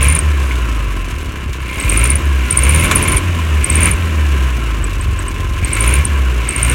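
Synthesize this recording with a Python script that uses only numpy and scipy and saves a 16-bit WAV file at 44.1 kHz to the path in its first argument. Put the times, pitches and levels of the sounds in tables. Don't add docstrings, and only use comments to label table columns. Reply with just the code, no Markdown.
import sys
import numpy as np
from scipy import signal
from scipy.fft import rfft, irfft
from scipy.io import wavfile
from scipy.ndimage import uniform_filter1d

SR = 44100
rng = np.random.default_rng(int(sys.argv[2]) if len(sys.argv) > 2 else 0)


def generate_wav(sig):
    pcm = np.round(np.clip(np.atleast_2d(sig).T, -1, 1) * 32767).astype(np.int16)
    wavfile.write(sys.argv[1], SR, pcm)


N = 297234
TIME = np.arange(N) / SR

CHANGEOVER_S = 0.031
STUMBLE_S, STUMBLE_END_S = 2.87, 3.19
STUMBLE_BOOM_DB, STUMBLE_RASP_DB = -6, -8.5


# time_s [s], firing_rate_hz [firings per second]
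SPEED_POINTS = [(0, 65), (.17, 79.6), (.6, 59.7), (1.4, 33.01), (1.7, 30.91), (1.87, 45.54), (2.19, 76.9),
                (2.53, 57.7), (2.86, 87.93), (3.03, 87.9), (3.19, 93), (3.66, 69.5), (3.92, 89.9),
                (4.5, 62.17), (4.97, 44.78), (5.65, 43.62), (6.04, 74.83), (6.5, 54.2), (6.74, 63.1)]


def crankshaft():
    time_s, rate_hz = np.transpose(SPEED_POINTS)
    hz = np.exp(np.interp(TIME, time_s, np.log(rate_hz)))
    return hz, np.cumsum(hz) / SR


# open_s [s], pull_s (the engine starts to pull) [s], shut_s [s],
# ease_s (time taken to ease it back) [s], rasp_db (intake rasp at full opening) [dB]
THROTTLE_BLIPS = [(-.35, -.1, .2, .14, -20.5), (1.55, 1.8, 2.2, .17, -22.5), (2.35, 2.53, 3.2, .04, -23),
                  (3.52, 3.67, 3.95, .08, -23.5), (5.52, 5.7, 6.06, .12, -23),
                  (6.36, 6.53, 6.95, .15, -24.5)]
OPEN_S = .3
COAST_S, RELIGHT_S = 0.82, 0.31


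def throttle(shut_db):
    opening, rasp_db = 0, shut_db
    for opens, _, shuts, ease_s, full_db in THROTTLE_BLIPS:
        blip = ramp(opens, OPEN_S) * (1 - ramp(shuts - ease_s, ease_s))
        opening = opening + blip
        rasp_db = rasp_db + blip * (full_db - shut_db)
    return opening, rasp_db


def duty():
    pulling = coasting = changeover = np.zeros(N)
    for _, pulls, shuts, *_ in THROTTLE_BLIPS:
        shut = ramp(shuts, CHANGEOVER_S)
        pulling = np.maximum(pulling, ramp(pulls, CHANGEOVER_S) - shut)
        coasting = np.maximum(coasting, shut - ramp(shuts + COAST_S, RELIGHT_S))
        for s, width_s in (pulls, 1.58 * CHANGEOVER_S), (shuts, CHANGEOVER_S):
            changeover = np.maximum(changeover, np.exp(-((TIME - s) / width_s) ** 2))
    shares = np.array([pulling, (1 - pulling) * coasting, (1 - pulling) * (1 - coasting)])
    return shares, changeover


# firing_rate_hz [firings per second], level_db [dB]
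SILENCER_BOOM = [(31, -36), (44, -18.5), (52, -16), (62, -12.5), (73, -10.5), (82, -15), (92, -15)]
# pulling_db, coasting_db, idling_db [dB]
BOOM_DUTY_DB = [1, -0.1, -3]
OCTAVE_DUTY_DB = [-22.5, -29.5, -23.5]
LUMP_DUTY_DB = [-20.5, -27.5, -20.5]
CYLINDER_STRENGTH_DB = [3.54, 2.88, 3.35, 2.5]
# frequency_hz [Hz], level_db [dB]
PIPE_SPECTRUM = [(30, -32.5), (45, -4), (66, 3.5), (90, -5.5), (115, -6.5), (150, -19), (220, -22.5),
                 (400, -42)]
MUFFLE_HZ, MUFFLE_DB_PER_OCTAVE = 68, -6
MISFIRE_DB = -16


def exhaust(firings, hz, stumble):
    shares, changeover = duty()
    tone_db = np.interp(hz, *np.transpose(SILENCER_BOOM)) + 0.93 * walk(24)
    tone = undb(tone_db) * (undb(BOOM_DUTY_DB) @ shares)
    muffle_db = MUFFLE_DB_PER_OCTAVE * np.maximum(np.log2(hz / MUFFLE_HZ), 0)
    octave = undb(muffle_db) * (undb(OCTAVE_DUTY_DB) @ shares)
    turn = 2 * np.pi * (firings + .01 * walk(40))
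    boom = np.sqrt(2) * (tone * np.sin(turn) + octave * np.sin(2 * turn + 1))
    boom_gain = (1 - changeover) * undb(STUMBLE_BOOM_DB * stumble)

    beats = strokes(firings, CYLINDER_STRENGTH_DB, scatter_db=.55)
    excess = beats - (beats > 0) * beats[beats > 0].mean()
    misfire = np.maximum(changeover, stumble)
    lump_gain = np.maximum(undb(LUMP_DUTY_DB) @ shares, undb(MISFIRE_DB) * misfire)
    return boom_gain * boom + lump_gain * unit(colour(excess / np.sqrt(hz), PIPE_SPECTRUM))


# multiple [times the firing rate], level_db [dB]
EXHAUST_OVERTONES = [(2.5, -10), (3, -16), (3.5, -12), (4, -6.5), (5, -16), (6, -13.5), (7, -12.5)]
GROWL_DB, GROWL_LOAD_DB, GROWL_STUMBLE_DB = -5.5, 2, 1.5


def growl(firings):
    out = np.zeros(N)
    for multiple, db in EXHAUST_OVERTONES:
        level = undb(db + 2.5 * walk(25))
        turns = multiple * firings + rng.random() + .035 * walk(30)
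        out += level * np.sin(2 * np.pi * turns)
    return out


# frequency_hz [Hz], level_db [dB]
CASE_SPECTRUM = [(400, -5), (780, -11), (930, -2.5), (1030, 8), (1180, 2), (1400, 0), (1630, 3.5),
                 (1930, -3.5), (2200, -2.5), (2850, 2), (3300, -11), (4800, -20), (6600, -17.5),
                 (9500, -23), (16000, -35)]
# frequency_hz [Hz], level_db [dB]
TAPPET_SPECTRUM = [(1000, 1.5), (2700, 10), (3800, 5.5), (4700, -1), (6300, 2.5), (8000, 1), (11500, -5),
                   (16000, -9)]
MACHINE_DB, MACHINE_DB_PER_OCTAVE, MACHINE_LOAD_DB = -28, 3.5, 4.5


def machinery(firings, hz):
    slaps = knocks(firings, spread_db=1.5, scatter_db=2.5, count=16) / np.sqrt(hz)
    clatter = undb(-7) * unit(slaps) + undb(-4.5) * puffs(slaps, decay_s=.007)
    rush = undb(-5.5 + 1.5 * walk(25)) * rng.standard_normal(N)
    taps = knocks(firings, spread_db=1.5, scatter_db=2.5, count=5)
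    tappets = colour(puffs(taps, decay_s=.011), TAPPET_SPECTRUM)
    tappet_gain = undb(-7.5) * 55 / np.maximum(hz, 44)
    return colour(clatter + rush, CASE_SPECTRUM) + tappet_gain * tappets


def knocks(firings, spread_db, scatter_db, count):
    angles = (np.arange(count) + rng.random(count)) / count
    sizes_db = spread_db * rng.standard_normal(count)
    play = .002 * walk(200)
    return sum(strokes(firings / 4 + angle + play, [size_db], scatter_db)
               for angle, size_db in zip(angles, sizes_db))


# start_s [s], level_db [dB], pitch_hz (at the loudest point) [Hz]
BELT_SLIPS = [(0.0277, -4, 9400), (0.0847, -2, 9460), (0.123, -8.5, 9400), (0.1501, -3, 9360),
              (0.1889, -4, 9120), (1.7998, -8.5, 8400), (1.8956, -2, 8820), (1.9735, -2, 9220),
              (2.04, -2.5, 9430), (2.1015, -3.5, 9415), (2.155, -6, 9640), (2.5081, -0.5, 9020),
              (2.5724, 2, 9300), (2.6346, -4.5, 9150), (2.6928, -2.5, 9280), (2.7462, -4.5, 9380),
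              (2.7959, -6, 9510), (2.8434, -5.5, 9520), (2.9571, 0.5, 9550), (3.026, -6.5, 9520),
              (3.0833, -5.5, 9560), (3.122, -4.5, 9470), (3.1685, -1.5, 9330), (3.6431, -3.5, 8590),
              (3.7, -2, 8490), (3.7546, -4, 8990), (3.8061, -8, 9450), (3.8302, -3.5, 9120),
              (3.8553, -2.5, 9360), (3.913, -6, 9360), (4.841, -15, 7980), (5.011, -17, 8070),
              (5.1905, -16.5, 8020), (5.2815, -16.5, 8300), (5.6458, -10.5, 8380), (5.7312, -5.5, 8795),
              (5.8067, -4.5, 9030), (5.876, -6, 9400), (5.9383, -4.5, 9490), (6.0512, -6.5, 8940),
              (6.4889, -5.5, 8570), (6.5616, -8, 8700), (6.6298, -1.5, 8900), (6.6972, -6.5, 8940)]
RESLIP_SHARE, RESLIP_DB, RESLIP_PITCH = 0.93, -7, 0.98
SQUEAL_ABOVE_HZ, SQUEAL_LEAD_S, SQUEAL_DB, SQUEAL_PITCH = 85, 0.0054, -15, 1.18


def slips(speed, opening, count=3):
    for (s, db, hz), chances in zip(BELT_SLIPS, rng.random((len(BELT_SLIPS), count))):
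        rate = np.interp(s, TIME, speed)
        yield s, db, hz
        if rate > SQUEAL_ABOVE_HZ:
            yield s - SQUEAL_LEAD_S, db + SQUEAL_DB, hz * SQUEAL_PITCH
        for chance in chances:
            s, db, hz = s + 1 / rate, db + RESLIP_DB, hz * RESLIP_PITCH
            if chance < RESLIP_SHARE * np.interp(s, TIME, opening):
                yield s, db, hz


def belt(speed, opening, build_s=.0022, glide=0.03, rise_s=0.0012, fall_s=0.0011, ring_db=-17, ring_s=0.0059):
    out = np.zeros(N)
    t = np.arange(-SR // 100, SR // 25) / SR
    for s, db, hz in slips(speed, opening):
        waver, sway = (unit(uniform_filter1d(c, size=50)) for c in rng.standard_normal((2, len(t))))
        fall = glide * np.interp(s, TIME, speed) / 75
        pitch = hz * (1 + fall * (np.exp(-np.maximum(t, -.004) / 0.0033) - 1) + 0.023 * waver)
        slip = np.exp(1 - np.hypot(1, t / np.where(t < 0, rise_s, fall_s))) * (1 + 0.23 * sway)
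        ring = undb(ring_db) * (t > 0) * np.exp(-np.abs(t) / ring_s) * sway
        squeak = undb(db) * (slip + ring) * np.sin(2 * np.pi * np.cumsum(pitch) / SR)
        first = np.round((s + build_s + t[0]) * SR)
        out += np.interp(np.arange(N), first + np.arange(len(t)), squeak, 0, 0)
    return out


# frequency_hz [Hz], level_db [dB]
INTAKE_SPECTRUM = [(250, -13.5), (380, -8), (580, -3), (820, -22), (1900, -9.5), (2130, 5.5), (2400, 5.5),
                   (2900, -3), (3300, -9), (5000, -22), (6800, -11.5), (11000, -20.5), (16000, -19)]
# frequency_hz [Hz], level_db [dB]
THROAT_SPECTRUM = [(1850, -27.5), (2130, -1.5), (2280, -3), (2600, -10.5), (3200, -19.5)]
SHUT_RASP_DB, AIR_DB_PER_OCTAVE = -39.5, 2.5
HISS_SHUT_DB, HISS_DB, HISS_OPENING = -40, -27, 0.46


def intake(firings, opening, rasp_db, air_db):
    gulps = puffs(strokes(firings + .5, [0], scatter_db=2), decay_s=.008)
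    hiss_db = np.interp(opening, [0, HISS_OPENING], [HISS_SHUT_DB, HISS_DB]) + air_db
    hiss = colour(rng.standard_normal(N), THROAT_SPECTRUM)
    return undb(rasp_db) * colour(gulps, INTAKE_SPECTRUM) + undb(hiss_db) * hiss


# start_s [s], level_db [dB]
CARBURETTOR_SPITS = [(0.159, -18), (2.053, -16), (2.851, -19), (2.9119, -6), (2.954, -26), (3.077, -17),
                     (3.118, -21), (3.171, -17.5), (3.868, -16.5), (5.767, -18.5), (5.84, -17)]
# frequency_hz [Hz], level_db [dB]
SPIT_SPECTRUM = [(150, -14), (500, 11.5), (800, 1), (1100, 21), (1600, 14), (2300, 16), (3700, 8.5),
                 (4800, -2.5), (7000, 8), (11000, 2), (16000, -13)]


def spits(decay_s=0.011):
    swell = sum(undb(db) * (TIME >= s) * np.exp(-np.abs(TIME - s) / decay_s) for s, db in CARBURETTOR_SPITS)
    return colour(swell * rng.standard_normal(N), SPIT_SPECTRUM)


# frequency_hz [Hz], level_db [dB]
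BODY_SPECTRUM = [(70, -42), (130, 2.5), (170, -3.5), (260, -2.5), (350, -1.5), (460, -10.5), (600, -11.5),
                 (800, -19), (1200, -45.5)]
TIN_DB, TIN_SLOPE = -7.5, .76


def tinware(firings, hz):
    blows = strokes(firings, CYLINDER_STRENGTH_DB, scatter_db=1.5) / np.sqrt(hz)
    shaking = unit(blows) + undb(6.5) * puffs(blows, decay_s=0.019)
    return unit(colour(shaking, BODY_SPECTRUM))


FAN_DB = -19


def fan(hz, blades_per_firing=23.85):
    blade_hz = blades_per_firing * hz * (1 + .016 * walk(200))
    blades = 2 * np.pi * np.cumsum(blade_hz) / SR
    flutter_db = 2.5 * walk(40)
    whine = undb(flutter_db) * np.sin(blades) * np.clip(hz / 50, 0, 1) ** 4
    return undb(FAN_DB) * colour(whine, CASE_SPECTRUM)


# frequency_hz [Hz], level_db [dB]
RUB_SPECTRUM = [(7500, -23.5), (8600, -8.5), (9200, 1), (9900, -12), (11100, -6), (12500, -19)]
RUB_DB = -11.5


def rubbing(firings):
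    return colour(puffs(strokes(firings, [0], scatter_db=4), decay_s=.003), RUB_SPECTRUM)


def linkage(at_s=0.51, ring_hz=2300, level_db=-19, decay_s=0.0091):
    t = np.maximum(TIME - at_s, 0)
    upper = np.sin(2 * np.pi * ring_hz * t)
    lower = 1.1 * np.sin(2 * np.pi * 0.94 * ring_hz * t)
    return undb(level_db) * np.exp(-t / decay_s) * (upper + lower)


def bay(x, t60_s=0.042, wet_db=-13):
    t = TIME[:SR // 4]
    echoes = rng.standard_normal(len(t)) * np.exp(-np.log(1000) * t / t60_s) * (t > .002)
    return x + undb(wet_db) * signal.fftconvolve(x, echoes / np.linalg.norm(echoes))[:N]


def strokes(firings, pattern_db, scatter_db):
    at = np.flatnonzero(np.diff(np.floor(firings)) > 0)
    out = np.zeros(N)
    out[at] = undb(np.resize(pattern_db, len(at)) + scatter_db * rng.standard_normal(len(at)))
    return out


def puffs(impulses, decay_s):
    swell = signal.lfilter([1], [1, -np.exp(-1 / (decay_s * SR))], impulses)
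    return unit(swell * rng.standard_normal(N))


def colour(x, spectrum, size=8192):
    hz, db = np.transpose(spectrum)
    bins = np.log(np.maximum(np.fft.rfftfreq(size, 1 / SR), 1))
    outside = np.maximum(np.log(hz[0]) - bins, 0) + np.maximum(bins - np.log(hz[-1]), 0)
    shape_db = np.interp(bins, np.log(hz), db) - 20 * outside
    cepstrum = irfft(np.log(undb(shape_db)))
    cepstrum[1:size // 2] *= 2
    cepstrum[size // 2 + 1:] = 0
    ring = irfft(np.exp(rfft(cepstrum)))
    return signal.fftconvolve(x, ring / np.linalg.norm(ring))[:N]


def walk(rate):
    return unit(np.interp(TIME * rate, np.arange(N), rng.standard_normal(N)))


def ramp(start_s, length_s):
    return np.clip((TIME - start_s) / length_s, 0, 1)


def undb(db):
    return 10 ** (np.asarray(db) / 20)


def unit(x):
    return x / np.sqrt(np.mean(x ** 2))


def scene():
    hz, firings = crankshaft()
    octaves = np.log2(hz / 60)
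    air_db = AIR_DB_PER_OCTAVE * octaves
    opening, rasp_db = throttle(SHUT_RASP_DB + air_db)
    stumble = ramp(STUMBLE_S - CHANGEOVER_S, CHANGEOVER_S) - ramp(STUMBLE_END_S, CHANGEOVER_S)
    rasp_db = rasp_db + STUMBLE_RASP_DB * stumble * opening
    machine_db = MACHINE_DB + MACHINE_DB_PER_OCTAVE * octaves + MACHINE_LOAD_DB * opening ** 2
    growl_db = machine_db + GROWL_DB + GROWL_LOAD_DB * opening + GROWL_STUMBLE_DB * stumble

    pipes = exhaust(firings, hz, stumble) + undb(growl_db) * growl(firings)
    engine = undb(machine_db) * (machinery(firings, hz) + fan(hz))
    squeaks = belt(hz, opening) + undb(rasp_db + RUB_DB) * rubbing(firings)
    carburettor = intake(firings, opening, rasp_db, air_db) + spits() + linkage()
    shake = undb(TIN_SLOPE * machine_db + TIN_DB) * tinware(firings, hz)
    return (pipes + shake + bay(engine + carburettor + squeaks))[None]


TOP_HZ = 15900


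def record(dry):
    rounded = dry / (1 + dry ** 8) ** (1 / 8)
    return signal.sosfilt(signal.ellip(10, .2, 80, TOP_HZ, fs=SR, output="sos"), rounded)


dry = scene()
out = record(dry)
generate_wav(out)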